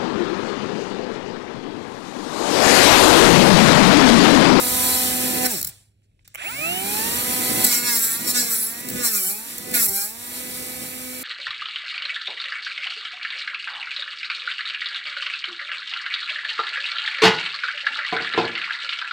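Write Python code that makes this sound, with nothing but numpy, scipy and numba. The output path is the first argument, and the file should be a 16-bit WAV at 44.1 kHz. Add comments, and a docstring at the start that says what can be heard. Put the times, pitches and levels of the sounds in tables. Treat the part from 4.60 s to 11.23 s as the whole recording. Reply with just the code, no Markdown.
"""A small cordless grinder runs close to a phone, shaft and magnet orders whining over fan hiss and disc wind.
It bites the edge of a board and stalls; single flaps scrape, then a thumb rubs and slides the plastic switch.
It spins up again with coil buzz and a high whistle, and is pressed on the wood in strokes that drag its speed
down: the flap disc rasps in a pattern that comes round every turn, and at times sings. It ends running off the
wood. A small hard room rings briefly throughout, over quiet room noise and a distant hum."""
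import sys
import numpy as np
from scipy import signal
from scipy.fft import rfft, irfft
from scipy.io import wavfile
from scipy.ndimage import uniform_filter1d
from numba import njit

SR = 44100
rng = np.random.default_rng(int(sys.argv[2]) if len(sys.argv) > 2 else 0)


def store_pcm(level_fs):
    """Save levels as 16-bit WAV."""
    pcm = np.round(np.clip(level_fs, -1, 1) * 32767).astype(np.int16)
    wavfile.write(sys.argv[1], SR, np.atleast_2d(pcm).T)


N = 292383
TIME = np.arange(N) / SR
FREQ = np.fft.rfftfreq(N, 1 / SR) + 1  # 1 Hz up, so that no bin is zero


def undb(db):
    """Level in dB to gain."""
    return 10 ** (np.asarray(db) / 20)


def unit(x):
    """Scale x to an RMS of 1."""
    return x / np.sqrt(np.mean(x ** 2))


def noise():
    """White noise as long as the scene."""
    return rng.standard_normal(N)


def curves(table, outside=None):
    """Columns of a timed table, one value a sample."""
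    time_s, *columns = np.transpose(table)
    return [np.interp(TIME, time_s, column, outside, outside) for column in columns]


def shape(points):
    """Gain per frequency through (pitch_hz, level_db) points."""
    pitch_hz, level_db = np.transpose(points)
    return undb(np.interp(np.log(FREQ), np.log(pitch_hz), level_db))


def bump(hz, centre_hz, width_hz, db):
    """Lift in dB around a resonance."""
    return db / (1 + (2 * (hz - centre_hz) / width_hz) ** 2)


def band(x, gain, lo_hz=0, hi_hz=SR):
    """Colour x and keep lo-hi with steep edges."""
    edges = 1 / np.sqrt((1 + (lo_hz / FREQ) ** 12) * (1 + (FREQ / hi_hz) ** 12))
    return irfft(rfft(x) * gain * edges, N)


def walk(rate):
    """Random levels held 1 / rate s and slewed twice; spread near 1."""
    size = int(SR / rate)
    steps = np.repeat(rng.standard_normal(N // size + 1), size)
    return 1.367 * uniform_filter1d(uniform_filter1d(steps, size), size)[:N]


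def even(x, span_s=.06):
    """Hold the running level of x near 1 by dividing by its smoothed RMS."""
    size = int(span_s * SR)
    return x / np.sqrt(uniform_filter1d(uniform_filter1d(x ** 2, size), size))


@njit
def turns(x, hz, like):
    """Each turn replays part of the one before: the same flaps meet the same wood."""
    y = np.zeros(len(x))
    for i in range(len(x)):
        back = i - int(SR / hz[i] + .5)
        fresh = np.sqrt(1 - like[i] ** 2) * x[i]
        y[i] = fresh + (like[i] * y[back] if back >= 0 else 0.)
    return y


def touch(start, end, attack, release, first_db, last_db):
    """Gain of one contact: rise, hold, lift, falling 20 dB over one attack or release time."""
    outside = np.maximum(start - TIME, 0) / attack + np.maximum(TIME - end, 0) / release
    return undb(np.interp(TIME, [start, end], [first_db, last_db]) - 20 * np.minimum(outside, 8))


# Shaft speed: brake, soft start, then a dip under each stroke. 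Columns: time_s, turns_hz
SPEED = [(0, 247), (.26, 251.7), (.89, 251.5), (.925, 225), (1.02, 82), (1.08, 40), (1.77, 34.3),
         (1.85, 77), (1.885, 104), (1.93, 127.5), (2.03, 158), (2.14, 181.8), (2.33, 208.5), (2.49, 232),
         (2.58, 242), (2.68, 249), (3.05, 252.4), (3.13, 237.5), (3.27, 243.8), (3.38, 227.5), (3.46, 225),
         (3.55, 228.7), (3.67, 245), (3.79, 244.5), (4.01, 217), (4.25, 246.6), (4.4, 247.5), (4.46, 236),
         (4.62, 188.5), (4.68, 190), (4.78, 215.6), (4.89, 238.5), (5.12, 252), (5.19, 236.4), (5.3, 194.5),
         (5.43, 199.8), (5.5, 218.9), (5.61, 240.8), (5.83, 249.4), (6.08, 251.4), (6.63, 253)]
FREE_HZ, UP_TO_SPEED_S = 252, 3.0


def shaft():
    """Turning rate, running angle, and the speed lost to the wood once the tool is up to speed."""
    hz = uniform_filter1d(curves(SPEED)[0], size=SR // 25)
    angle = 2 * np.pi * np.cumsum(hz) / SR
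    drag_hz = np.maximum(FREE_HZ - hz, 0) * (TIME > UP_TO_SPEED_S)
    return hz, angle, drag_hz


# Levels of the running tool as they rise and fall over time.
# Columns: time_s, fan_hiss_db, whine_db, third_order_db, disc_wind_db
TOOL_LEVELS = [(0, -19.5, -34.5, -37.5, -29.5), (.28, -19.5, -34, -30.5, -35), (.72, -24, -33, -34, -28),
               (.85, -25.5, -27.5, -23.5, -25), (.9, -27, -36.5, -40, -46), (.95, -33.5, -38.5, -42, -41),
               (1.0, -37.5, -45.5, -59, -45), (1.1, -42.5, -58, -60, -60), (1.2, -53.5, -77, -66, -63),
               (1.35, -79, -81.5, -69, -68.5), (1.75, -84.5, -70.5, -72.5, -70),
               (1.775, -46, -70, -72, -67), (1.83, -38, -69, -72, -63), (1.9, -33, -50.5, -67, -52),
               (2.1, -29.5, -41.5, -61, -38), (2.49, -23.5, -37, -45, -31),
               (3.02, -21.5, -36.5, -30.5, -25), (3.2, -32, -36.5, -56, -32.5),
               (3.42, -34.5, -39.5, -71, -30.5), (3.6, -34, -49.5, -60, -29.5),
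               (3.77, -28.5, -34, -44, -31), (3.97, -41, -44.5, -57, -35.5), (4.2, -35, -48, -47, -34),
               (4.39, -54, -34.5, -53, -27.5), (4.65, -42.5, -45.5, -48, -44),
               (4.9, -32.5, -49.5, -64, -36.5), (5.05, -35.5, -44, -45, -35),
               (5.15, -32.5, -31.5, -44, -31.5), (5.33, -40, -48, -44.5, -25), (5.52, -38, -49, -53, -44),
               (5.64, -33.5, -48.5, -55, -42), (5.78, -31, -42.5, -56, -39.5),
               (6.1, -33, -41, -47.5, -37.5), (6.63, -34, -40.5, -55, -42)]
SWITCHED_ON_S = 1.762


def tool_levels(hz):
    """The four level curves, and a gate that opens with speed or on switching on."""
    running = np.clip(np.maximum((hz - 62) / 15, (TIME - SWITCHED_ON_S) / .02), 0, 1)
    return curves(TOOL_LEVELS), running


# Motor current, heard as the magnet orders.
# Columns: time_s, upper_orders_db, fourth_db, eighth_db, twelfth_db
PULL = [(0, -55, -37.5, -47, -62), (.3, -48, -31.5, -44, -54), (.5, -40, -46, -40, -42),
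        (.83, -33, -37, -43, -57), (.862, -34, -44, -33, -57), (.885, -38, -47, -48, -57),
        (.93, -42, -34, -57, -50), (.97, -52, -45.5, -55, -50.5), (1.1, -79, -73.5, -75, -83.5),
        (1.755, -76.5, -60.5, -77, -85), (1.775, -54, -75, -78, -61), (1.82, -43, -62, -62, -39),
        (1.848, -40.5, -52, -38, -44), (1.87, -39, -45, -37, -55), (1.9, -38, -63, -35, -30),
        (1.95, -39, -58, -44, -42), (1.99, -37, -35.5, -50, -40), (2.05, -34.5, -32, -31.5, -45),
        (2.17, -32.5, -30, -53, -47), (2.3, -35.5, -32, -45, -40.5), (2.4, -34, -26.5, -33, -48),
        (2.5, -39, -34, -31.5, -41), (2.7, -32.5, -37.5, -39.5, -51), (3.05, -34, -36, -32, -57),
        (3.2, -46, -44, -58, -68), (3.55, -42, -47, -41, -56), (3.9, -48, -48, -62, -70),
        (4.2, -44, -49, -39.5, -84), (4.55, -39, -56, -48, -45.5), (4.78, -53, -41, -52, -55),
        (5.0, -46, -54, -45, -76), (5.16, -48, -51, -36, -63), (5.25, -46, -41, -58, -71),
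        (5.38, -50, -40.5, -36, -42.5), (5.55, -74, -45, -54, -68), (5.7, -45.5, -49, -44.5, -63),
        (6.63, -40.5, -60, -50, -67)]
# Fifth order of the shaft. Columns: time_s, level_db
FIFTH = [(0, -37), (.86, -50), (.95, -57), (1.1, -78.5), (1.85, -70.5), (1.97, -41.5), (2.3, -43),
         (2.6, -40), (3, -41.5), (3.3, -44), (4.2, -54), (5.2, -53), (6.63, -51)]
# Fan blades, the ninth order. Columns: time_s, level_db
NINTH = [(0, -52), (.87, -67.5), (1.1, -79.5), (2.5, -48.5), (5.6, -60.5), (5.8, -52.5), (6.63, -48)]
# Orders that follow the whine: turns multiplied, and level_db re whine
SHAFT_MULTIPLES = (1, 2, 6, 7, 10, 11)
SHAFT_DB = [0.5, -1, -13.5, -10.5, -17.5, -19]
# Orders that follow the current: turns multiplied, and level_db re the upper-order current
MAGNET_MULTIPLES = (16, 20, 24, 28, 32)
MAGNET_DB = [6, 1, -9, 7, 0]
# How well the body radiates the orders. Columns: pitch_hz, level_db
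BODY = [(150, -4), (200, 0), (228, -3.5), (250, -3), (330, 2.5), (400, 3), (460, -4), (500, -1), (1000, 1),
        (1300, 0), (1600, -3.5), (1900, -7), (2200, 0.5)]
# Housing resonance that lifts what passes through it. Columns: pitch_hz, width_hz, lift_db
HOUSING = (2650, 1000, 6)
HOUSING_LOW_HZ, HOUSING_TOP_HZ = 1800, 2960
LOAD_DB_PER_HZ = 0.17  # the upper shaft orders sing out as the wood slows the disc
# the orders hold steady running free and roughen as the wood drags
WAVER_DB, FLUTTER_DB, FLUTTER_DB_PER_HZ = .8, .9, .04


def motor_orders(hz, angle, whine_db, third_db, drag_hz):
    """Sines on multiples of the shaft rate, each wavering in level and coloured by body and housing."""
    pull_db, fourth_db, eighth_db, twelfth_db = curves(PULL)
    orders = [(3, third_db), (4, fourth_db), (5, curves(FIFTH)[0]),
              (8, eighth_db), (12, twelfth_db), (9, curves(NINTH)[0])]
    for k, db in zip(SHAFT_MULTIPLES, SHAFT_DB):
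        load_db = LOAD_DB_PER_HZ * drag_hz * (k > 4)
        orders.append((k, whine_db + db + load_db))
    for k, db in zip(MAGNET_MULTIPLES, MAGNET_DB):
        # the housing passes little above or far below its resonance
        above, below = (k * hz / HOUSING_TOP_HZ) ** 24, (HOUSING_LOW_HZ / k / hz) ** 4
        orders.append((k, pull_db + db - 20 * np.log10(1 + above + below)))
    body_hz, body_db = np.transpose(BODY)
    flutter_db = FLUTTER_DB + FLUTTER_DB_PER_HZ * drag_hz
    out = np.zeros(N)
    for k, db in orders:
        radiated_db = np.interp(k * hz, body_hz, body_db) + bump(k * hz, *HOUSING)
        unsteady_db = WAVER_DB * walk(7) + flutter_db * walk(45)
        out += undb(db + radiated_db + unsteady_db) * np.sin(k * angle + rng.uniform(0, 2 * np.pi))
    return np.sqrt(2) * out


def coil_buzz(hz):
    """The coils buzz in the housing under current: resonant noise, stronger at low speed."""
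    buzz = unit(band(noise(), undb(bump(FREQ, *HOUSING)), 1200, HOUSING_TOP_HZ))
    return buzz * undb(curves(PULL)[0] - 3.0 + 28 * np.clip(1 - hz / 125, 0, 1))


# Colour of the fan hiss. Columns: pitch_hz, level_db
FAN_COLOUR = [(400, -7), (800, 0), (1100, -5), (2200, -4), (3300, -2.5), (4200, -1.5), (5500, -3.5),
              (6800, -2), (8500, 0.5), (11000, 0), (14000, 0.5), (15500, -7)]
# the hiss loses its top as the shaft falls under the open speed
FAN_TOP_HZ, FAN_DULL_DB, FAN_OPEN_HZ = 11500, -22, 190


def fan(hz, angle, fan_db):
    """Hiss of moving air that throbs slightly once a turn and dulls as the shaft slows."""
    hiss = noise() * (1 + 0.065 * np.cos(angle)) * undb(0.82 * walk(16))
    hiss = unit(band(hiss, shape(FAN_COLOUR), 250))
    top = band(hiss, 1, FAN_TOP_HZ)
    dulling = undb(FAN_DULL_DB * np.clip(1 - hz / FAN_OPEN_HZ, 0, 1))
    return (hiss - top + top * dulling) * undb(fan_db)


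# Colour of the disc's wind. Columns: pitch_hz, level_db
WIND_COLOUR = [(60, -36.5), (120, -7), (250, -1), (400, -4), (600, -8.5), (900, -18.5)]
WIND_DB_PER_HZ = -0.4092  # wind lost per Hz of speed lost to the wood


def disc_wind(wind_db, drag_hz, running):
    """Buffeting low noise of the air the disc throws, weaker as the wood slows it."""
    level_db = wind_db + WIND_DB_PER_HZ * drag_hz + 40 * (running - 1)
    gusts_db = 1.2 * walk(15)
    return unit(band(noise(), shape(WIND_COLOUR))) * undb(level_db + gusts_db)


# Colour of the rumble. Columns: pitch_hz, level_db
RUMBLE_COLOUR = [(20, -19.5), (40, -11.5), (70, 2), (100, 4.5), (140, -23)]
RUMBLE_DB, RUMBLE_SLOPE = -47.5, 0.9  # at a fan level of -26 dB; dB per dB of fan
RUMBLE_DB_PER_HZ = -0.5  # rumble lost per Hz of speed lost to the wood


def rumble(fan_db, drag_hz):
    """Deep noise that swells with the fan and sinks as the wood drags."""
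    level_db = RUMBLE_DB + RUMBLE_SLOPE * (fan_db + 26) + RUMBLE_DB_PER_HZ * drag_hz
    return unit(band(noise(), shape(RUMBLE_COLOUR))) * undb(level_db + 1.8 * walk(14))


# Distant appliance. Columns: pitch_hz, level_db
HUM = [(102.3, -67), (193.8, -80)]
# Colour of the room noise. Columns: pitch_hz, level_db (per Hz)
FLOOR = [(15, -39.5), (25, -16.5), (118, -9.5), (163, -22.5), (621, -32.5), (978, -52), (1670, -46),
         (2630, -39.5), (3440, -45), (15000, -65.5)]
FLOOR_DB = -62.5


def background():
    """Quiet room noise and a wavering hum."""
    hum = np.zeros(N)
    for hz, db in HUM:
        hum += np.sqrt(2) * undb(db + 1.5 * walk(6)) * np.sin(2 * np.pi * hz * TIME)
    return unit(band(noise(), shape(FLOOR))) * undb(FLOOR_DB) + hum


ROOM_T60_S, ROOM_TREBLE_T60_S, ROOM_CROSS_HZ, ROOM_DB = .5, .25, 7500, -21


def tail(t60, treble_t60):
    """Spectrum of a decaying noise response of energy 1; the treble has its own decay."""
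    burst, t = rng.standard_normal(SR // 2), TIME[:SR // 2]
    low, top = (rfft(burst * 1000 ** (-t / s), N) for s in (t60, treble_t60))
    high = 1 / (1 + (ROOM_CROSS_HZ / FREQ) ** 4)
    response = low * (1 - high) + top * high
    return response / np.sqrt(np.mean(np.abs(response) ** 2))


def room():
    """Direct sound plus the short ring of a small hard room, as a spectrum."""
    return 1 + undb(ROOM_DB) * tail(ROOM_T60_S, ROOM_TREBLE_T60_S)


# Left port against right. Columns: pitch_hz, level_db, late_share (0-1), unrelated_share (0-1)
PORTS = [(40, 0, .96, .28), (120, 0, .99, .12), (250, .2, .995, .08), (400, -1.5, .96, .25),
         (500, -6, .78, .6), (620, -14, .75, .65), (800, -15, .65, .7), (1100, -6, .7, .7),
         (1500, -5, .75, .65), (2100, -7, .6, .8), (2600, -3, .72, .68), (3400, -2, .55, .8),
         (4200, 1, .68, .75), (6300, 0, .6, .75), (7200, 0, .02, .06), (11500, 0, .02, .1),
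         (13200, 0, .25, .55), (15000, 0, .35, .8)]
LEFT_LAG_S, LEFT_SCATTER_S, SHIFT_HZ = 22.5 / SR, .05, 5


def left_port(noises, tones):
    """Port behind the phone: later, shadowed in the middle, partly fed by reflections."""
    port_hz, *columns = np.transpose(PORTS)
    db, late, loose = (np.interp(np.log(FREQ), np.log(port_hz), c) for c in columns)
    late, loose = np.clip(late, 0, 1), np.clip(loose, 0, 1)
    # above about 7 kHz both channels carry nearly the same
    same = np.sqrt(np.clip(1 - late ** 2 - loose ** 2, 0, 1)) * np.clip((FREQ - 6400) / 800, 0, 1)
    lag = np.exp(-2j * np.pi * FREQ * LEFT_LAG_S)
    # the motor's tones reach it steadily, round the edge of the phone
    steady = tones * (np.hypot(late, loose) - late) * lag
    direct = irfft(undb(db) * ((noises + tones) * (same + late * lag) + steady), N)
    # two scattered tails blend in and out, so the left channel's loose part keeps changing
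    blend = 2 * np.pi * np.cumsum(SHIFT_HZ * walk(4)) / SR
    scattered = noises * undb(db) * loose
    near, far = (irfft(scattered * tail(LEFT_SCATTER_S, LEFT_SCATTER_S), N) for _ in range(2))
    return direct + np.cos(blend) * near + np.sin(blend) * far


# Disc on wood. Columns: start_s, end_s, attack_s, release_s, first_db, last_db, board_knock_db (re rasp),
# lower_rasp_db (re rasp), high_spot_beat_db (re rasp), likeness of one turn to the last (0-1)
CONTACTS = [(0.86, 0.868, 0.04, 0.0051, -13.5, -14, -8, -13, -17, 0.3),
            (0.91, 1.001, 0.04, 0.027, -24.5, -27, -16.5, -8.5, -14, 0.57),
            (3.067, 3.098, 0.018, .03, -15, -27, -28, -8.5, -9, 0.55),
            (3.119, 3.151, 0.035, 0.038, -20, -20.5, -4.5, -2.5, -12, 0.42),
            (3.166, 3.187, .02, 0.023, -28, -26, -9, -7, -14, 0.76),
            (3.293, 3.334, 0.17, 0.06, -20, -21.5, -3, -5, -6.5, 0.54),
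            (3.36, 3.514, 0.027, 0.18, -21.5, -21.5, -6.5, -15.5, -6, 0.68),
            (3.679, 3.713, 0.041, 0.017, -22, -23, -12.5, -4.5, -18, 0.64),
            (3.755, 3.799, 0.029, 0.084, -26.5, -25.5, -4, 6, -3.5, 0.37),
            (3.923, 4.041, 0.17, 0.22, -22.5, -26.5, -5, -16, -9, 0.41),
            (4.45, 4.704, 0.14, 0.13, -21, -23.5, -5, -7.5, -13, 0.43),
            (5.142, 5.265, 0.0099, 0.015, -16.5, -17.5, -7, -20, -13, 0.37),
            (5.283, 5.293, 0.013, 0.018, -22, -19.5, -17, -21, -22, 0.1),
            (5.308, 5.34, .012, 0.044, -29, -31.5, -10, -10, -19, .6),
            (5.364, 5.447, 0.056, 0.096, -23, -26, -2, -5, -23, 0.43)]
# Colour of the rasp. Columns: pitch_hz, level_db
RASP_COLOUR = [(500, -14.5), (900, -19.5), (1500, -14), (2300, -15.5), (3200, -19.5), (4200, -9),
               (5500, -12.5), (6600, -7.5), (8600, -5.5), (9500, -7), (12400, -1.5), (14000, -4.5),
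               (15500, 0)]
# Ringing bands of the disc. Columns: pitch_hz, width_hz, lift_db
DISC_RINGS = [(7680, 120, 10), (5400, 320, 9), (3740, 250, -2), (12370, 160, 4)]
# harder pressure slows the disc and damps the board
KNOCK_DB_PER_HZ, LOWER_DB_PER_HZ = -0.3075, -0.1157
# Band of the flare: low_hz, high_hz
FLARE_HZ = (9830, 13500)
# brighter rasp as the disc is pressed down, up to a limit of speed lost
FLARE_DB, FLARE_DB_PER_HZ, FLARE_FULL_HZ = -23, .5, 30.2


def rasp_colour():
    """Gain per frequency that board and disc give the rasp."""
    return shape(RASP_COLOUR) * undb(sum(bump(FREQ, *ring) for ring in DISC_RINGS))


def rasp(hz, angle, drag_hz):
    """Grit tears at the wood, hardest where the disc runs high; board and disc colour it."""
    gains = np.array([touch(*row[:6]) for row in CONTACTS])
    knock_db, lower_db, beat_db, likeness = np.transpose(CONTACTS)[6:]
    pressure = gains.sum(0)
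    like = np.clip(likeness @ gains / pressure, 0, .95)
    grit = noise() * undb(0.32 * rng.exponential(1, N))
    grit *= np.exp(.22 * np.cos(angle))
    grit *= undb(2 * walk(30) + 2.4 * walk(10))
    sharp = turns(grit, hz, np.clip(like + .08, 0, .94))
    # the board's knock and the lower rasp repeat best
    blunt = turns(grit * np.exp(.15 * np.cos(angle)), hz, np.clip(like + .38, 0, .94))
    colour = rasp_colour()
    knock = even(band(blunt, colour, 600, 2700)) * undb(KNOCK_DB_PER_HZ * drag_hz)
    lower = even(band(blunt, colour, 3300, 8100)) * undb(LOWER_DB_PER_HZ * drag_hz)
    upper = even(band(sharp, colour, 4500)) * undb(1.5 * walk(35))
    flare_db = FLARE_DB + FLARE_DB_PER_HZ * np.minimum(drag_hz, FLARE_FULL_HZ)
    flare = even(band(sharp, 1, *FLARE_HZ)) * undb(flare_db + 2.0 * walk(25))
    out = (upper + flare) * pressure
    out += knock * (undb(knock_db) @ gains) + lower * (undb(lower_db) @ gains)
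    return out + beat(angle, drag_hz, undb(beat_db) @ gains)


# Colour of the beat. Columns: pitch_hz, level_db
BEAT_COLOUR = [(700, -18), (1100, -5), (1500, 0), (2000, -1), (2500, -3), (3000, -7), (3500, 2), (4200, 3),
               (5000, -1), (5600, 4), (6600, 3), (7700, 4), (9000, -6)]
BEAT_SHARPNESS, BEAT_SMEAR_S = 500, .003  # narrowness of the blow; delay at 4 kHz, growing with pitch
BEAT_SCATTER_DB, BEAT_JITTER_RAD = 2.6, .07  # blow to blow
BEAT_DB_PER_HZ = -0.2134  # beat lost per Hz of speed lost to the wood


def beat(angle, drag_hz, gain):
    """The high spot of the disc strikes the board once a turn, never twice alike."""
    jittered = angle + BEAT_JITTER_RAD * walk(80)
    blows = np.exp(BEAT_SHARPNESS * (np.cos(jittered) - 1)) * undb(BEAT_SCATTER_DB * walk(70))
    smear = np.exp(-1j * np.pi * BEAT_SMEAR_S * FREQ ** 2 / 4000)
    struck = unit(band(blows, shape(BEAT_COLOUR) * smear, 600, 9500))
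    return struck * undb(BEAT_DB_PER_HZ * drag_hz) * gain


# Jolts through the bench. Columns: peak_s, level_db
THUMPS = [(.86, -53), (1.07, -45.5), (4.36, -42), (5.3, -44)]
# Band of the jolts: low_hz, high_hz
THUMP_HZ = (60, 150)
THUMP_S = 0.037


def jolts():
    """Dull swells of low noise as the bench is jolted."""
    gain = sum(undb(db) * np.exp(-((TIME - s) / THUMP_S) ** 2) for s, db in THUMPS)
    return unit(band(noise(), 1, *THUMP_HZ)) * gain


# Lone scrapes of a flap, peaking one length after the start. Columns: start_s, peak_db, length_s
SCRAPES = [(1.011, -19, 0.004), (1.028, -12.5, 0.0012), (1.046, -14, 0.0026), (1.069, -20.5, 0.0048),
           (1.084, -30, .008), (3.041, -6.5, 0.0073), (4.198, -29, 0.0065), (4.286, -19.5, 0.003),
           (4.299, -20, 0.0032), (4.981, -20.5, 0.0018), (5.112, -23, .003)]


def scrapes():
    """Short bursts of rasp as a single flap catches the edge."""
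    gain = sum(undb(db) * np.exp(-((TIME - s - length) / length) ** 2) for s, db, length in SCRAPES)
    return unit(band(noise(), rasp_colour())) * gain


# Slide switch, small ticks of the housing and first jolts of the rotor.
# Columns: start_s, knock_db, bright_tick_db
SWITCH = [(1.4187, -62, -72), (1.4431, -67, -72), (1.514, -66, -90), (1.5918, -48, -72), (1.608, -60, -90),
          (1.6464, -60, -62), (1.6546, -53, -66), (1.6772, -44, -32), (1.7424, -33, -37),
          (1.7474, -21, -25), (1.7552, -20.5, -26), (1.7826, -33, -55)]
# Dead modes of the plastic. Columns: pitch_hz, level_db, t60_s
SWITCH_MODES = [(2310, 0, .012), (2780, 0, .012), (2550, -3, .008), (1420, -12, .008), (4200, -14, .006),
                (850, -14, .008)]


def switch():
    """Plastic snaps: a few dead modes, struck unevenly for a moment, and a bright tick."""
    out, t = np.zeros(N), TIME[:2000]
    ring = sum(undb(db) * np.sin(2 * np.pi * hz * t) * 1000 ** (-t / t60) for hz, db, t60 in SWITCH_MODES)
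    for start_s, knock_db, tick_db in SWITCH:
        grain = rng.standard_normal(len(t))
        strike = grain * np.exp(-t / 0.0026) * (1 - np.exp(-t / 0.0004))
        body = np.convolve(ring, strike)[:len(t)]
        tick = (grain - .5 * np.roll(grain, 2)) * 1000 ** (-t / 0.012) * (1 - np.exp(-t / 0.00022))
        snap = undb(knock_db) * body / np.abs(body).max() + undb(tick_db) * tick
        out[int(start_s * SR):][:len(t)] += snap
    return band(out, 1, 550)


# Thumb rubbing over the housing and sliding the switch. Columns: start_s, end_s, level_db
THUMB = [(1.425, 1.465, -75), (1.595, 1.637, -76), (1.645, 1.742, -59)]


def thumb():
    """Skin drags over plastic in an uneven rustle."""
    gain = sum(undb(db) * np.clip(np.minimum(TIME - a, b - TIME) / .006, 0, 1) for a, b, db in THUMB)
    return unit(band(noise() * undb(2.5 * walk(120)), 1, 1300, 8200)) * gain


# Level of the speed controller's whistle. 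Columns: time_s, level_db
CHOPPER = [(1.8, -90), (1.84, -43), (2.1, -41), (2.3, -46), (2.6, -58), (2.75, -90)]
CHOPPER_HZ = 16000


def controller_whistle(angle):
    """A sine four shaft orders under the controller's chopping rate, so it falls as the shaft speeds up."""
    tone = np.sin(2 * np.pi * CHOPPER_HZ * TIME - 4 * angle)
    return np.sqrt(2) * undb(curves(CHOPPER, -120)[0]) * tone


# The disc sings briefly in a narrow band.
# Columns: start_s, end_s, attack_s, release_s, first_db, last_db, pitch_hz
SINGS = [(3.39, 3.53, .03, .03, -30, -29, 7700), (3.42, 3.5, .04, .04, -29, -29, 12200),
         (3.5, 3.555, .05, .02, -30, -28, 10900), (3.762, 3.8, .02, .03, -28, -34, 8500),
         (3.767, 3.818, .02, .02, -26, -33, 12200), (3.875, 3.95, .03, .03, -32, -32, 7800),
         (3.96, 4.076, .04, .069, -28, -28, 10400), (4.0, 4.012, .01, .02, -26, -26, 10200),
         (3.98, 4.05, .06, .04, -30, -29, 12200), (5.141, 5.165, .012, .04, -31, -34, 4050),
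         (5.145, 5.17, .012, .02, -26, -32, 13200), (5.15, 5.17, .011, .02, -22, -27, 11200),
         (5.157, 5.18, .012, .04, -40, -42, 2020)]
SING_WIDTH_HZ, SING_LIKENESS = 900, .7


def sings(hz, angle):
    """Bands of rasp that swell and fade, riding on the nearest order of the shaft."""
    a, b = (turns(walk(SING_WIDTH_HZ), hz, np.full(N, SING_LIKENESS)) for _ in range(2))
    out = np.zeros(N)
    for *contact, pitch_hz in SINGS:
        middle_s = np.mean(contact[:2])
        phase = np.round(pitch_hz / np.interp(middle_s, TIME, hz)) * angle
        out += touch(*contact) * (a * np.sin(phase) + b * np.cos(phase))
    return out


def scene():
    """All sources in the room, as the two ports of the phone hear them."""
    hz, angle, drag_hz = shaft()
    (fan_db, whine_db, third_db, wind_db), running = tool_levels(hz)
    motor = motor_orders(hz, angle, whine_db, third_db, drag_hz) + coil_buzz(hz) + controller_whistle(angle)
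    air = fan(hz, angle, fan_db) + disc_wind(wind_db, drag_hz, running) + rumble(fan_db, drag_hz)
    sanding = rasp(hz, angle, drag_hz) + jolts() + scrapes() + sings(hz, angle)
    handling = switch() + thumb()
    ring = room()
    noises = rfft(air + sanding + handling) * ring + rfft(background())
    tones = rfft(running * motor) * ring
    return np.array([left_port(noises, tones), irfft(noises + tones, N)])


TOP_HZ = 15800


def record(dry):
    """The phone cuts the top steeply."""
    return signal.sosfilt(signal.ellip(14, .2, 88, TOP_HZ, fs=SR, output="sos"), dry)


dry = scene()
out = record(dry)
store_pcm(out)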